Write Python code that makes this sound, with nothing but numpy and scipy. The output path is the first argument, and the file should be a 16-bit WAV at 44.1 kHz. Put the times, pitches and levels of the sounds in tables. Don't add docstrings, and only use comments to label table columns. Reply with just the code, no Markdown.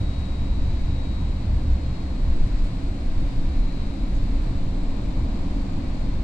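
import sys
import numpy as np
from scipy import signal
from scipy.fft import rfft, irfft, next_fast_len
from scipy.io import wavfile
from scipy.ndimage import uniform_filter1d, map_coordinates

SR = 44100
rng = np.random.default_rng(int(sys.argv[2]) if len(sys.argv) > 2 else 0)


def attenuation_scalar(level_db):
    decades = np.asarray(level_db, float) / 20
    return 10 ** decades


def generate_wav(signal):
    frames = np.transpose(np.atleast_2d(signal))
    scaled = np.clip(frames, -1, 1) * 32767
    pcm = np.round(scaled).astype(np.int16)
    wavfile.write(sys.argv[1], SR, pcm)


N = 274743
TIME_S = np.arange(N) / SR


def unit(x):
    return x / np.sqrt(np.mean(x.mean(0) ** 2) + 1e-20)


def curves(rows):
    s, *columns = np.transpose(rows)
    return [np.interp(TIME_S, s, column) for column in columns]


def wobble(rate_hz):
    knots = rng.standard_normal(int(N * rate_hz / SR) + 4)
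    return map_coordinates(knots, [np.arange(N) * rate_hz / SR])


def swells(rows, rest_db):
    t = np.arange(0, N + 64, 64) / SR
    power = attenuation_scalar(2 * rest_db)
    for s, length_s, db in rows:
        power = power + attenuation_scalar(2 * db) * np.exp(-(2 * (t - s) / length_s) ** 2)
    return np.interp(TIME_S, t, 10 * np.log10(power))


def jolts(rows, length_s, rest_db):
    return attenuation_scalar(swells([(s, length_s, db) for s, db in rows], rest_db))


# (frequency [Hz], likeness [-1..1], left port's phase lead [rad])
COHERENCE = [(25, 1, -0.042), (80, 1, -0.13), (203, 1, 0), (284, 0.9, 0.53), (350, 0.99, 0.092),
             (381, 0.66, -1.3), (470, 0.8, 1), (610, 0.16, -0.05), (705, 0.72, 0.42), (820, 0.054, 0),
             (1150, 0.46, 0.2), (1320, -0.19, 0), (2000, -0.016, -0.077), (2280, 0.47, 0.055),
             (3000, 0.046, 0.036), (3700, -0.028, 0.11)]


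def cabin_noise(spectrum, lo_hz, hi_hz):
    m = next_fast_len(N)
    hz = np.fft.rfftfreq(m, 1 / SR)

    def on_log(rows):
        return [np.interp(np.log(hz + 1), np.log(rows[:, 0] + 1), column) for column in rows[:, 1:].T]

    likeness, lead = on_log(np.array(COHERENCE))
    turn = np.arccos(np.clip(likeness, -1, 1)) / 2
    a, b = rfft(rng.standard_normal((2, m)))
    shared = np.cos(turn) * a * np.exp([.5j * lead, -.5j * lead])
    opposed = np.sin(turn) * b * [[1], [-1]]
    in_band = (hz >= lo_hz) & (hz < hi_hz)
    gain = attenuation_scalar(on_log(np.array(spectrum))) * np.sqrt(SR / 2) * in_band
    return irfft((shared + opposed) * gain, m)[:, :N]


def steadied(x, seconds, share):
    size = int(seconds * SR)
    power = uniform_filter1d(x.mean(0) ** 2, size)
    power = np.abs(uniform_filter1d(power, size))
    return unit(x / (power + .02 * power.mean()) ** (share / 2))


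# (frequency [Hz], left level [dB], right level [dB])
SUSPENSION = [(3, -22, -17), (8, -5.5, -6.5), (13, 1, 1), (22.4, -2.5, -3.5), (29.5, -3.5, -2),
              (40.6, -5.5, -8), (50.3, -14, -13.5), (58, -11, -10.5)]
# (frequency [Hz], left level [dB], right level [dB])
BENDING_MODES = [(58, -12, -12), (63, -4, -4), (67.5, 0, 0), (72, -5, -5), (78, -11, -11)]
# (frequency [Hz], left density [dB per Hz], right density [dB per Hz])
DRONE_SPECTRUM = [(97, -49.5, -48.5), (102.4, -55, -54), (118, -52, -51.5), (130, -58, -59.5),
                  (166, -57, -56), (188, -52.5, -53), (214, -56, -57), (250, -58.5, -56.5), (263, -58, -56),
                  (326, -65, -59.5), (330, -54, -60)]
# (time [s], peak level [dB])
TRACK_DIPS = [(.4, -30), (.68, -22.5), (.9, -26), (1.51, -28), (2.08, -32), (2.39, -15), (2.6, -24),
              (2.9, -30.5), (3.14, -19), (3.4, -20.5), (3.64, -26), (3.85, -27.5), (4.2, -26), (4.58, -19),
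              (4.85, -23.5), (5.15, -27), (5.45, -23), (5.78, -23), (6.07, -20.5)]
# (time [s], peak level [dB])
RAIL_JOINTS = [(.08, -27), (.5, -21.5), (.63, -20), (.83, -25), (.98, -30), (1.3, -24.5), (1.54, -20.5),
               (1.71, -17.5), (2.27, -18), (2.42, -20), (2.53, -21), (2.64, -18.5), (2.86, -24),
               (3.07, -24.5), (3.26, -22.5), (3.46, -29.5), (3.61, -20), (3.78, -27), (4.04, -22.5),
               (4.15, -17.5), (4.25, -21.5), (4.34, -17.5), (4.42, -22.5), (4.7, -29), (4.87, -25),
               (5.08, -22.5), (5.2, -24.5), (5.32, -23.5), (5.6, -18.5), (6.06, -24.5), (6.2, -24.5)]
# (time [s], peak level [dB])
FLOOR_KNOCKS = [(.58, -28), (.76, -30), (.92, -29), (1.14, -26.5), (1.55, -27), (1.71, -21), (2.1, -27.5),
                (2.28, -23), (2.88, -31.5), (3.0, -29), (3.21, -36), (3.52, -25.5), (3.87, -30.5),
                (4.2, -42), (4.4, -34), (4.56, -29.5), (4.73, -29.5), (5.08, -46), (5.25, -27),
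                (5.47, -27.5), (5.88, -32), (6.2, -31)]
# (time [s], peak level [dB])
AIR_THUMPS = [(0, -25.5), (.22, -31), (.43, -34.5), (.69, -28.5), (.9, -28.5), (1.22, -29), (1.49, -26.5),
              (1.7, -30), (1.88, -32.5), (2.26, -30.5), (2.45, -29.5), (2.72, -33.5), (2.87, -33.5),
              (3.19, -31), (3.42, -33), (4.23, -33), (4.5, -31.5), (4.7, -32), (5.0, -37), (5.15, -32),
              (5.5, -39), (5.75, -32), (5.85, -35), (6.13, -32.5)]


def car_body():
    heave = jolts(TRACK_DIPS, length_s=.14, rest_db=-31)
    heave = heave * steadied(cabin_noise(SUSPENSION, 2, 25), seconds=0.077, share=0.57)
    sway = jolts(RAIL_JOINTS, length_s=.07, rest_db=-30.5)
    sway = sway * steadied(cabin_noise(SUSPENSION, 24, 58), seconds=0.051, share=0.33)

    floor_rest_db, worn_end_s, worn_fade_s = -39.5, 1.96, 0.07
    worn = attenuation_scalar(floor_rest_db + 10.5) * (1 - np.tanh((TIME_S - worn_end_s) / worn_fade_s)) / 2
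    bounce = np.hypot(worn, jolts(FLOOR_KNOCKS, length_s=0.088, rest_db=floor_rest_db))
    bounce = bounce * steadied(cabin_noise(BENDING_MODES, 58, 78), seconds=0.072, share=0.72)

    boom = jolts(AIR_THUMPS, length_s=0.097, rest_db=-37)
    boom = boom * steadied(cabin_noise(DRONE_SPECTRUM, 78, 165), seconds=0.07, share=0.85)
    return heave + sway + bounce + boom


# (frequency [Hz], left density [dB per Hz], right density [dB per Hz])
ROAR_SPECTRUM = [(330, -64.9, -61.6), (390, -73.0, -68.7), (460, -72.2, -70.8), (550, -69.1, -69.6),
                 (680, -75.0, -71.1), (820, -76.7, -74.2), (950, -74.7, -75.6), (1150, -78.9, -81.0),
                 (1350, -81.8, -82.0), (1700, -82.3, -84.7), (2000, -82.0, -84.6), (2300, -81.6, -84.8),
                 (2700, -84.4, -88.8), (3100, -86.3, -90.1)]
# (time [s], level [dB])
REFLECTIONS = [
    (0, -0.5),
    (1.3, -.5),
    (1.6, 0),
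    (2.7, -0.5),
    (3.9, 0),
    (4.6, 0.5),
    (5.25, 2),
    (5.9, 1.5),
    (6.23, 0),
]
# (time [s], level over rolling [dB])
ROUGH_PATCHES = [(0, 0.5), (1.49, 1.5), (3.21, 1), (4.01, 2), (4.34, -5), (4.72, -11), (5.07, -4),
                 (5.27, -4), (5.42, -5), (5.6, -0.5), (5.78, -1)]


def wheels():
    rolling_db, = curves(REFLECTIONS)
    drone = attenuation_scalar(-37 + 1.3 * rolling_db) * jolts(ROUGH_PATCHES, length_s=0.087, rest_db=0.5)
    drone = drone * steadied(cabin_noise(DRONE_SPECTRUM, 165, 330), seconds=0.097, share=0.62)
    roar = attenuation_scalar(-44.5 + 0.84 * rolling_db)
    roar = roar * steadied(cabin_noise(ROAR_SPECTRUM, 330, 1250), seconds=0.088, share=0.22)
    return drone + roar


# (frequency [Hz], left density [dB per Hz], right density [dB per Hz])
DUCT_SPECTRUM = [(3100, -86, -91.5), (3950, -86.5, -88.5), (4400, -83, -92), (4980, -88.5, -95),
                 (5750, -94.0, -100.1), (7300, -93.5, -105.7), (7550, -94.5, -107.5),
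                 (8900, -106.1, -108.2), (9040, -110.7, -107.8), (10400, -120.2, -105.0),
                 (11500, -124.6, -108.6), (12600, -127.8, -116.1), (14000, -127.4, -123.1),
                 (15500, -127.1, -126.6)]


def ducts():
    breathing = attenuation_scalar(0.42 * wobble(4.0))
    hiss = cabin_noise(ROAR_SPECTRUM, 1250, 3100) + cabin_noise(DUCT_SPECTRUM, 3100, 15750)
    return breathing * hiss


NEAR_LAG_S, FAR_LAG_S = .00006, .00011


def tone(hz, ports_db, fade_db, drift_db, blur, lag_s=NEAR_LAG_S):
    wander = np.array([wobble(1.86), wobble(2.17)])
    cycles = hz * (TIME_S - np.c_[[0, lag_s]]) + rng.random()
    phase = 2 * np.pi * cycles + blur * wobble(3.08) + drift_db / 4 * wander[::-1]
    level_db = np.array(ports_db)[:, None] + fade_db + drift_db * wander
    return np.sqrt(2) * attenuation_scalar(level_db) * np.sin(phase)


RIPPLE_HZ, LAMP_HZ, FAN_DRIVE_HZ = 119.953, 976.48, 10060.2
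RIPPLE_MULTIPLES = np.r_[29:39, 63:72]
# (left level [dB], right level [dB])
RIPPLE_LEVELS = [(-77, -80), (-70, -81), (-64, -65), (-59, -70), (-64, -68), (-60, -65), (-63, -74),
                 (-80, -75), (-71, -81), (-71, -85), (-74, -93), (-72, -85), (-79, -90), (-85, -97),
                 (-83, -102), (-77, -86), (-80, -85), (-89, -92), (-89, -94)]
STANDING_WAVE = {31: 0, 32: 1, 34: 2, 35: 3, 64: 4, 30: 5, 33: 6, 69: 7, 65: 8}
LAMP_MULTIPLES = np.array([3, 6, 7, 8, 9, 11, 12, 13, 14, 16])
# (left level [dB], right level [dB])
LAMP_LEVELS = [(-77, -120), (-84, -96), (-82, -92), (-79, -90), (-91, -86), (-110, -87), (-112, -99),
               (-118, -97), (-111, -103), (-110, -110)]
SIDEBANDS = np.array([-3, -2, -1, 0, 2])
# (left level [dB], right level [dB])
SIDEBAND_LEVELS = [(-106, -91), (-101, -81), (-101, -83), (-102, -74), (-107, -95)]
HUM_LINES_HZ = [117.8, 120, 273.5, 279.9, 1094.8, 3778.4]
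# (left level [dB], right level [dB])
HUM_LEVELS = [(-43, -42), (-44, -43), (-48, -46), (-48, -45), (-70, -68), (-73, -79)]
# (time [s], level [dB])
FAN_SWELL = [
    (0, -1),
    (1.4, 0),
    (1.8, -7),
    (3.2, -6),
    (3.8, 1),
    (4.6, 5),
    (5.3, 3),
    (6.2, -6),
]
# (time [s], length [s], level [dB])
ANTINODES = [
    [(.6, .6, 1), (3.3, 0.36, 3.5), (4.8, 0.97, 2)],
    [(.15, 0.65, 7.5), (.6, 0.59, -3), (1.08, 0.35, 8.5), (1.9, 0.78, -0.5), (3.0, .5, -10),
     (3.85, 0.73, 2), (5.25, 0.4, -3), (6.0, 0.33, -3)],
    [(.8, 1, -1), (2.3, 0.68, -3), (3.7, .4, 6), (4.65, 0.97, 1.5)],
    [(.1, .4, 4), (1.2, 0.45, 3), (1.55, 0.43, 0), (2.0, .45, 6.5), (3.0, .25, 2), (3.8, 0.55, -1),
     (4.5, 0.48, -5), (6.1, .3, 1)],
    [(1.2, 0.51, -4), (2.9, 1, 6), (4.6, 0.99, 4), (5.7, 0.98, 5)],
]
NODE_DB = [-12, -16.5, -8, -6, -4]
# (time [s], length [s], level [dB])
MORE_ANTINODES = [
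    [(1.4, .4, 1), (3.0, 1.6, 5), (4.3, .6, 7), (5.7, 1.4, 4)],
    [(.5, 2, 7.5), (2.6, .9, 6), (3.8, .5, 1)],
    [(0, .6, 10), (.9, 1.2, 5), (3.35, .4, 4), (4.3, .4, 0), (5.4, 1.1, -2)],
    [(.4, 1.4, 0), (2.6, 1.8, 4), (4.6, .9, 2)],
]
MORE_NODE_DB = [-5, -7.5, -7, -3]
# (time [s], length [s], level [dB])
FAN_ANTINODES = [(.75, .3, -3), (1.5, 0.33, -1), (2.1, .5, -2), (3.0, 0.93, 0.5), (4.15, 1.7, 0.5),
                 (5.75, .3, -5)]
# (time [s], length [s], level [dB])
LAMP_ANTINODES = [(.2, .8, 6), (1.05, .4, 8), (2.8, 0.99, 6), (4.2, .5, -2), (5.0, .9, 3)]


def electrics():
    spots = zip(ANTINODES + MORE_ANTINODES, NODE_DB + MORE_NODE_DB)
    fades = [swells(rows, rest_db) for rows, rest_db in spots]
    fan_db = swells(FAN_ANTINODES, rest_db=-10.5)
    lamp_db = swells(LAMP_ANTINODES, rest_db=-6)
    out = np.zeros((2, N))
    for k, db in zip(RIPPLE_MULTIPLES, RIPPLE_LEVELS):
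        fade_db, drift_db = 0, 2
        if k in STANDING_WAVE:
            fade_db = np.outer([1, .4], fades[STANDING_WAVE[k]])
            drift_db = .5
        first_list = STANDING_WAVE.get(k, 9) < 5
        lag_s = NEAR_LAG_S if first_list else FAR_LAG_S
        out += tone(k * RIPPLE_HZ, db, fade_db, drift_db, blur=.3, lag_s=lag_s)
    for k, db in zip(LAMP_MULTIPLES, LAMP_LEVELS):
        out += tone(k * LAMP_HZ, db, lamp_db if k == 11 else 0, drift_db=3.0, blur=.3)
    for k, db in zip(SIDEBANDS, SIDEBAND_LEVELS):
        out += tone(FAN_DRIVE_HZ + k * RIPPLE_HZ, db, fan_db, drift_db=.6, blur=.3)
    for hz, db in zip(HUM_LINES_HZ, HUM_LEVELS):
        swell_db = curves(FAN_SWELL)[0] if hz == HUM_LINES_HZ[2] else -1
        out += tone(hz, db, swell_db, drift_db=.15, blur=.25)
    return out


# (time [s], length [s], centre [Hz], width [Hz], level over the hiss [dB])
CLOTH_RUBS = [
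    (2.455, .035, 9500, 5000, 6),
    (2.628, .06, 9500, 5000, 7),
    (4.14, 0.05, 7000, 2200, 4),
]


def sleeve():
    out = np.zeros((2, N))
    hz = np.fft.rfftfreq(N, 1 / SR)
    for s, length_s, centre_hz, width_hz, db in CLOTH_RUBS:
        band = np.exp(-((hz - centre_hz) / width_hz * 2) ** 4)
        cloth = irfft(rfft(cabin_noise(DUCT_SPECTRUM, 3100, 15750)) * band, N)
        u = np.clip((TIME_S - s) / length_s, 0, None)
        puff = 4 * u * np.exp(-3 * u ** 2)
        out += attenuation_scalar(db) * cloth * puff
    return out


def scene():
    return car_body() + wheels() + ducts() + electrics() + sleeve()


def band_limit(x):
    return signal.sosfilt(signal.butter(12, 15710, fs=SR, output="sos"), x)


# (frequency [Hz], left share of bands lost [0-1], right share of bands lost [0-1])
DROPOUTS = [(6000, 0, 0), (7500, 0, .08), (9000, .05, .09), (11500, .1, .08), (13000, .1, .2),
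            (15500, .08, .12)]


def record(dry):
    dry = dry * np.clip(.15 + TIME_S / .006, 0, 1)
    hz, _, z = signal.stft(dry, SR, nperseg=2048)
    band = np.arange(len(hz)) // 7
    edge_hz, *shares = np.transpose(DROPOUTS)
    share = np.array([np.interp(hz, edge_hz, s) for s in shares])[..., None]
    dropped = rng.random((2, band[-1] + 1, z.shape[2]))[:, band] < share
    dropped = dropped | np.roll(dropped, 1, axis=2)
    steady = np.abs(z).mean(axis=2, keepdims=True)
    dropped &= steady < 1.15 * uniform_filter1d(steady, size=25, axis=1)
    lost = signal.istft(z * dropped, SR, nperseg=2048)[1][:, :N]
    return band_limit(dry - lost)


dry = scene()
out = record(dry)
generate_wav(out)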